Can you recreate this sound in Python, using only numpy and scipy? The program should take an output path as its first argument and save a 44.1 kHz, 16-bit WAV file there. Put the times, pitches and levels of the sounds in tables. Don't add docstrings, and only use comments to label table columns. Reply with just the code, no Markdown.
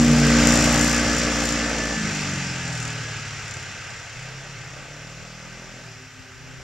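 import sys
import numpy as np
from scipy import signal
from scipy.fft import rfft, irfft, next_fast_len
from scipy.io import wavfile
from scipy.ndimage import uniform_filter1d, map_coordinates

SR = 44100
rng = np.random.default_rng(int(sys.argv[2]) if len(sys.argv) > 2 else 0)


def natural_amplitude(level_db):
    exponent = np.asarray(level_db, float) / 20
    return 10 ** exponent


def dump(signal):
    limited = np.clip(np.atleast_2d(signal).T, -1, 1)
    pcm = np.round(limited * 32767).astype(np.int16)
    wavfile.write(sys.argv[1], SR, pcm)


N = 292366


def seconds():
    return np.arange(N) / SR


def unit(x):
    return x / np.sqrt(np.mean(x ** 2) + 1e-20)


def along(points, hz):
    f, v = np.transpose(points)
    return np.interp(np.log(hz + 1), np.log(f + 1), v, left=v[0], right=v[-1])


def curves(rows):
    s, *cols = np.vstack(rows).T
    return [np.interp(seconds(), s, c) for c in cols]


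def wobble(rate_hz):
    knots = rng.standard_normal(int(N * rate_hz / SR) + 4)
    return map_coordinates(knots, [np.arange(N) * rate_hz / SR])


def filtered(x, response):
    m = next_fast_len(N + 8192)
    return irfft(rfft(x, m) * response(np.fft.rfftfreq(m, 1 / SR)), m)[..., :N]


def tone(turns, db, rough_db):
    return np.sqrt(2) * natural_amplitude(db + rough_db * wobble(18)) * np.cos(2 * np.pi * turns)


def patches(patchy_db):
    z = signal.stft(rng.standard_normal((2, N)), nperseg=512)[2]
    field = rng.standard_normal(z.shape[1:])
    field = uniform_filter1d(field, size=6, axis=0)
    field = uniform_filter1d(field, size=14, axis=1)
    return signal.istft(z * natural_amplitude(patchy_db * unit(field)), nperseg=512)[1][:, :N]


# (frequency [Hz], correlation [1])
LIKENESS = [(60, .96), (200, .995), (1500, .985), (2500, .9), (4500, .8), (7000, .82), (9500, .55),
            (12000, .35)]


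def spread(pair, spectrum):
    def mid_side(hz):
        angle = np.arccos(np.clip(along(LIKENESS, hz), -1, 1)) / 2
        return natural_amplitude(along(spectrum, hz)) * [np.cos(angle), np.sin(angle)]
    mid, side = filtered(pair, mid_side)
    return unit(np.array([mid + side, mid - side]))


# (time [s], speed [Hz])
CRANK = [(0, 59.52), (.3, 58.73), (1.1, 59.3), (1.55, 58.13), (1.93, 55.9), (2.1, 51.56), (2.38, 45.54),
         (2.75, 40.43), (3.2, 35.99), (4.14, 30.44), (4.45, 34.43), (4.76, 32.68), (5.05, 38.54),
         (5.65, 41.65), (5.81, 41.4), (5.9, 38.04), (6.4, 30.85), (6.63, 33.1)]


def crank():
    return np.cumsum(curves(CRANK)[0] * (1 + .002 * wobble(25))) / SR + .3


# (time [s], level [dB])
PASS = [(0, -29), (.2, -27.5), (.3, -25), (.48, -24), (.8, -25.5), (.96, -27.5), (1.3, -28.5), (1.6, -30),
        (1.92, -32), (2.2, -30.5), (2.56, -33.5), (2.8, -34), (3.65, -37.5), (3.9, -39), (5.1, -43.5),
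        (5.9, -44.5), (6.1, -47), (6.63, -45.5)]
# (start [s], stop [s])
OPEN_SPELLS = [
    (-.1, 1.96),
    (4.15, 4.55),
    (4.55, 4.73),
    (4.73, 5.83),
    (6.38, 7),
]
# (push [dB], bark [dB], skipped firings [dB])
OPEN_LEVELS = [
    (1, -3.5, -12),
    (1.5, -19, -24),
    (-1.5, -30, -2.5),
    (-0.5, -7.5, -28),
    (1, -11, -25),
]
HAND_S = .04
SHUT_BARK_DB, SHUT_SKIP_DB, SHUT_PUSH_DB = -28, -8.5, -2
WEAK_UNDER_HZ, WEAK_DB_PER_HZ = 38.6, 1.6
STUMBLE_DB, STUMBLE_S = 2.5, 0.17
SAG_DB_PER_S = 3


def throttle():
    t = seconds()
    start, stop = np.transpose(OPEN_SPELLS)[..., None]
    opening = np.clip((t - start) / HAND_S + .5, 0, 1)
    closing = np.clip((t - stop) / HAND_S + .5, 0, 1)
    grip = opening - closing
    opened = np.clip(grip.sum(0), 0, 1)
    weak_db = SHUT_PUSH_DB - WEAK_DB_PER_HZ * np.maximum(WEAK_UNDER_HZ - curves(CRANK)[0], 0)
    decay = np.exp(-1 / (STUMBLE_S * SR))
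    lately_open = signal.lfilter([1 - decay], [1, -decay], opened)
    shut_db = (weak_db, SHUT_BARK_DB, SHUT_SKIP_DB + STUMBLE_DB * lately_open)
    sag_db = (SAG_DB_PER_S * (grip * (t - start)).sum(0), 0, 0)
    pass_db = curves(PASS)[0]
    levels = zip(np.transpose(OPEN_LEVELS), shut_db, sag_db)
    return [opened] + [pass_db + held @ grip + (1 - opened) * shut - sag for held, shut, sag in levels]


# (frequency [Hz], level [dB])
PIPE_OPEN = [(33, -13), (55, 1), (98, -20), (112, -1.5), (160, -2), (177, -14), (200, -1.5), (290, 3.5)]
# (frequency [Hz], level [dB])
PIPE_SHUT = [(31, -10), (40, -16), (53, -15), (95, 1.5), (120, 1.5), (200, -3.5), (225, 7), (270, 5)]
# (multiple of crank [1], level re order 5 [dB])
SIDE_ORDERS = [(2, -11), (6, -16)]
NEAR_DB, NEAR_S = 2.5, .2
BOOM_DB, BOOM_S = 10, 0.44
OPEN_FIFTH_DB, SHUT_FIFTH_DB = -4.5, -13


def pipe_orders(turns, crank_hz, opened, push_db):
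    t = seconds()

    def pipe_db(k):
        open_db, shut_db = along(PIPE_OPEN, k * crank_hz), along(PIPE_SHUT, k * crank_hz)
        return push_db + opened * open_db + (1 - opened) * shut_db

    fifth_db = pipe_db(5) + opened * OPEN_FIFTH_DB + (1 - opened) * SHUT_FIFTH_DB
    boom_db = BOOM_DB * np.exp(-t / BOOM_S)
    orders = [(1, pipe_db(1)), (3, pipe_db(3)), (4, pipe_db(4) + boom_db), (5, fifth_db)]
    orders += [(k, fifth_db + db) for k, db in SIDE_ORDERS]
    return sum(tone(k * turns - 0.018 * k * k, db, rough_db=.3 * k) for k, db in orders)


# (multiple of crank [1], level re skip level [dB])
HALF_ORDERS = [(1.5, -17), (2.5, -8.5), (3.5, -1.5), (4.5, -10.5), (5.5, -17)]
# (multiple of crank [1], level re drone [dB])
DRONE_ORDERS = [(2, -2), (6, -5), (7, -6), (8, -16)]
DRONE_OPEN_DB = -18
DRONE_SHUT_DB, DRONE_TIRES_DB_PER_S = -4, 5
DRONE_TOP_HZ, DRONE_DB_PER_HZ = 310, .17


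def uneven_orders(turns, crank_hz, opened, push_db, skip_db):
    open_db = curves(PASS)[0] + DRONE_OPEN_DB
    shut_db = push_db + DRONE_SHUT_DB - DRONE_TIRES_DB_PER_S * (seconds() - 2)
    drone_db = opened * open_db + (1 - opened) * shut_db
    orders = [(k, skip_db + db) for k, db in HALF_ORDERS]
    for k, db in DRONE_ORDERS:
        absorbed_db = DRONE_DB_PER_HZ * np.maximum(k * crank_hz - DRONE_TOP_HZ, 0)
        orders.append((k, drone_db + db - absorbed_db))
    return sum(tone(k * turns + .13 * k * k, db, rough_db=3.5) for k, db in orders)


# (frequency [Hz], level [dB])
OUTLET = [(200, -60), (330, 6.5), (400, -10), (520, 8.5), (620, 5), (800, -14), (1000, -10.5), (1150, 2),
          (1500, -6.5), (2000, -2.5), (2500, -20.5), (3500, -9.5), (6000, -90)]


def muffler_bark(turns, crank_hz, bark_db):
    fired = np.diff(np.floor(turns), prepend=0) * natural_amplitude(.7 * rng.standard_normal(N)) / np.sqrt(crank_hz)
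    smear = lambda hz: np.exp(-1j * np.pi * (hz / 420) ** 2)
    bark = unit(filtered(fired, lambda hz: natural_amplitude(along(OUTLET, hz)) * smear(hz)))
    return natural_amplitude(bark_db + 0.16 * wobble(5.27)) * bark


def exhaust(turns):
    crank_hz = curves(CRANK)[0]
    opened, push_db, bark_db, skip_db = throttle()
    push_db = push_db + NEAR_DB * np.exp(-seconds() / NEAR_S)
    clean = pipe_orders(turns, crank_hz, opened, push_db)
    lumpy = uneven_orders(turns, crank_hz, opened, push_db, skip_db)
    return clean + lumpy + muffler_bark(turns, crank_hz, bark_db)


# (time [s], lug rate [Hz], overtone level [dB])
LUGS = [(0, 151.2, -37), (.3, 147.5, -30), (.6, 150, -41.5), (1.9, 149.8, -40), (2.15, 144.3, -48),
        (2.8, 141, -52), (3.4, 140.4, -53.5), (3.6, 141.8, -64), (4.25, 148.1, -63), (4.95, 144.7, -57.5),
        (5.35, 139.6, -65)]
HUM_DB, HUM_PEAK_S, HUM_FADES_DB_PER_S = -21.5, 0.16, 13.5
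SECOND_SLACK_DB = -8


def lug_hum():
    lug_hz, over_db = curves(LUGS)
    hum_db = HUM_DB - HUM_FADES_DB_PER_S * np.abs(seconds() - HUM_PEAK_S)
    second_db = over_db + SECOND_SLACK_DB * (1 - throttle()[0])
    lugs = np.cumsum(lug_hz * (1 + 0.0033 * wobble(12))) / SR
    idler = tone(4 / 3 * lugs, hum_db - 14, rough_db=4)
    harmonics = [(1, hum_db), (2, second_db), (3, over_db - 2)]
    return idler + sum(tone(k * lugs, db, rough_db=2.5) for k, db in harmonics)


# (time [s], frequency [Hz], level [dB])
WHINE = [(.5, 1700, -62), (.8, 1712, -36), (1.3, 1715, -42), (1.7, 1765, -36), (2, 1750, -40),
         (2.2, 1715, -54), (2.7, 1690, -46), (3.15, 1658, -44), (3.4, 1650, -75)]


def chain_whine():
    whine_hz, whine_db = curves(WHINE)
    teeth = np.cumsum(whine_hz * (1 + .003 * wobble(15))) / SR
    return tone(teeth, whine_db, rough_db=3)


# (frequency [Hz], density [dB per Hz])
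RUMBLE = [(20, -26), (45, -16), (85, -10), (130, -6), (190, -8), (260, -13), (400, -12), (600, -9),
          (850, -11), (1000, -19), (1300, -50)]
# (frequency [Hz], density [dB per Hz])
CHURN = [(600, -27), (900, -7), (1040, -11.5), (1180, -2), (1480, -0.5), (1560, 5), (1640, -1.5), (2090, 0),
         (2320, -3.5), (2600, -1), (3000, -7), (3700, -12), (4300, -26), (6000, -40)]
# (frequency [Hz], density [dB per Hz])
SPRAY = [(3000, -58), (3900, -2), (4800, -0.5), (5700, -0.5), (7000, -12.5), (8500, -12.5), (11000, -19.5),
         (14500, -10.5)]
RUMBLE_DB, RUMBLE_LOAD_DB, RUMBLE_DB_PER_HZ = -9, 2.5, 0.118
SPRAY_DB_PER_HZ = 0.1431


def snow(turns):
    churn_db = curves(PASS)[0]
    faster_hz = curves(CRANK)[0] - CRANK[-1][1]
    rumble_db = churn_db + RUMBLE_DB + RUMBLE_LOAD_DB * throttle()[0] + RUMBLE_DB_PER_HZ * faster_hz
    spray_db = churn_db + SPRAY_DB_PER_HZ * faster_hz
    shake = np.exp(-3 * (turns % 1))
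    rumble = natural_amplitude(rumble_db) * spread(patches(1.98) * (1 + 0.017 * shake), RUMBLE)
    churn = natural_amplitude(churn_db - 0.93) * spread(patches(0.68) * (1 + 0.061 * shake), CHURN)
    spray = natural_amplitude(spray_db - 11.5) * spread(patches(0.92) * (1 + 0.29 * shake), SPRAY)
    return rumble + churn + spray


# (frequency [Hz], density [dB per Hz])
TICK = [(2500, -30), (3400, -4), (4300, -11), (7000, -4), (9000, -1), (11000, 0), (14300, 7)]
# (time [s], length [s], level [dB])
BUMPS = [(0.513, 0.052, -37.5), (.68, 0.12, -39.5), (0.859, 0.11, -39.5), (1.15, 0.12, -47.5),
         (1.46, .02, -43.5), (2.162, .01, -52.5), (2.351, .02, -56), (2.802, .12, -52.5),
         (3.22, 0.18, -63.5), (3.532, 0.043, -56), (3.869, 0.011, -63), (4.222, .02, -66)]
SETTLE_DB_PER_S = 90
LOOSE_DB, LOOSE_FADES_DB_PER_S = -45, 6.5
DULL_S, DULL_HZ = 2.3, 8900


def ticks(turns):
    t = seconds()
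    bump_s, length_s, bump_db = np.transpose(BUMPS)[..., None]
    shaken_db = bump_db - SETTLE_DB_PER_S * np.maximum(np.abs(t - bump_s) - length_s / 2, 0)
    rattle_db = np.maximum(shaken_db.max(0), LOOSE_DB - LOOSE_FADES_DB_PER_S * t)
    cycle = np.floor(turns).astype(int)
    size = natural_amplitude(2.6 * rng.standard_normal((cycle.max() + 1, 2)))[cycle]
    since_s = (turns % 1) / curves(CRANK)[0]
    blow = np.exp(-np.abs(since_s - .003) / .001)
    rebound = 0.19 * np.exp(-np.abs(since_s - .01) / 0.0091)
    burst = size[:, 0] * blow + size[:, 1] * rebound + .07
    bright = spread(burst * rng.standard_normal((2, N)), TICK)
    dull = filtered(bright, lambda hz: 1 / (1 + (hz / DULL_HZ) ** 4))
    near = np.exp(-(t / DULL_S) ** 2)
    return natural_amplitude(rattle_db + 12) * (near * bright + (1 - near) * natural_amplitude(7.5) * dull)


# (time [s], lug rate [Hz], level [dB])
AHEAD = [(5.4, 125, -80), (5.55, 127.4, -58.5), (5.9, 129.2, -57.5), (6.2, 128.6, -55.5),
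         (6.42, 129, -58.5), (6.63, 129, -56)]


def sled_ahead():
    ahead_hz, ahead_db = curves(AHEAD)
    lugs = np.cumsum(ahead_hz) / SR
    return sum(tone(k * lugs, ahead_db - 4 * k + 8, rough_db=4) for k in (2, 3))


# (frequency [Hz], density [dB per Hz])
AIR = [(20, -24.5), (45, 0.5), (80, 2), (150, -14), (300, -16.5), (600, -15.5), (1100, -15), (1600, -53)]
AIR_DB = -52


def forest():
    air = unit(filtered(patches(4.3), lambda hz: natural_amplitude(along(AIR, hz))))
    return natural_amplitude(AIR_DB + 2.7 * np.array([wobble(1.3), wobble(1.46)])) * air


def scene():
    turns = crank()
    sled = exhaust(turns) + lug_hum() + chain_whine() + snow(turns) + ticks(turns)
    return sled + sled_ahead() + forest()


def top_cut(x):
    return signal.sosfilt(signal.butter(12, 15130, fs=SR, output="sos"), x)


# (resonance [Hz], width [Hz])
PORTS = [
    (7186, 485),
    (6020, 1510),
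]
# (frequency [Hz], level [dB])
RIGHT_SHADE = [(4500, 0), (7000, -3), (10000, -4), (12000, -10), (14200, -16)]
SELF_NOISE_DB = [
    [-64],
    [-63.5],
]
LEFT_LAG_S, TOP_HZ = 2.6e-5, 14270


def record(dry):
    cavity = lambda f: np.array([c * c / (c * c - f * f + 1j * f * w) for c, w in PORTS])
    place = lambda f: [np.exp(-2j * np.pi * f * LEFT_LAG_S), natural_amplitude(along(RIGHT_SHADE, f))]
    heard = filtered(dry, lambda f: cavity(f) * place(f))
    heard = heard + natural_amplitude(SELF_NOISE_DB) * rng.standard_normal(dry.shape)
    heard = filtered(heard, lambda f: f < TOP_HZ)
    return top_cut(heard)


dry = scene()
out = record(dry)
dump(out)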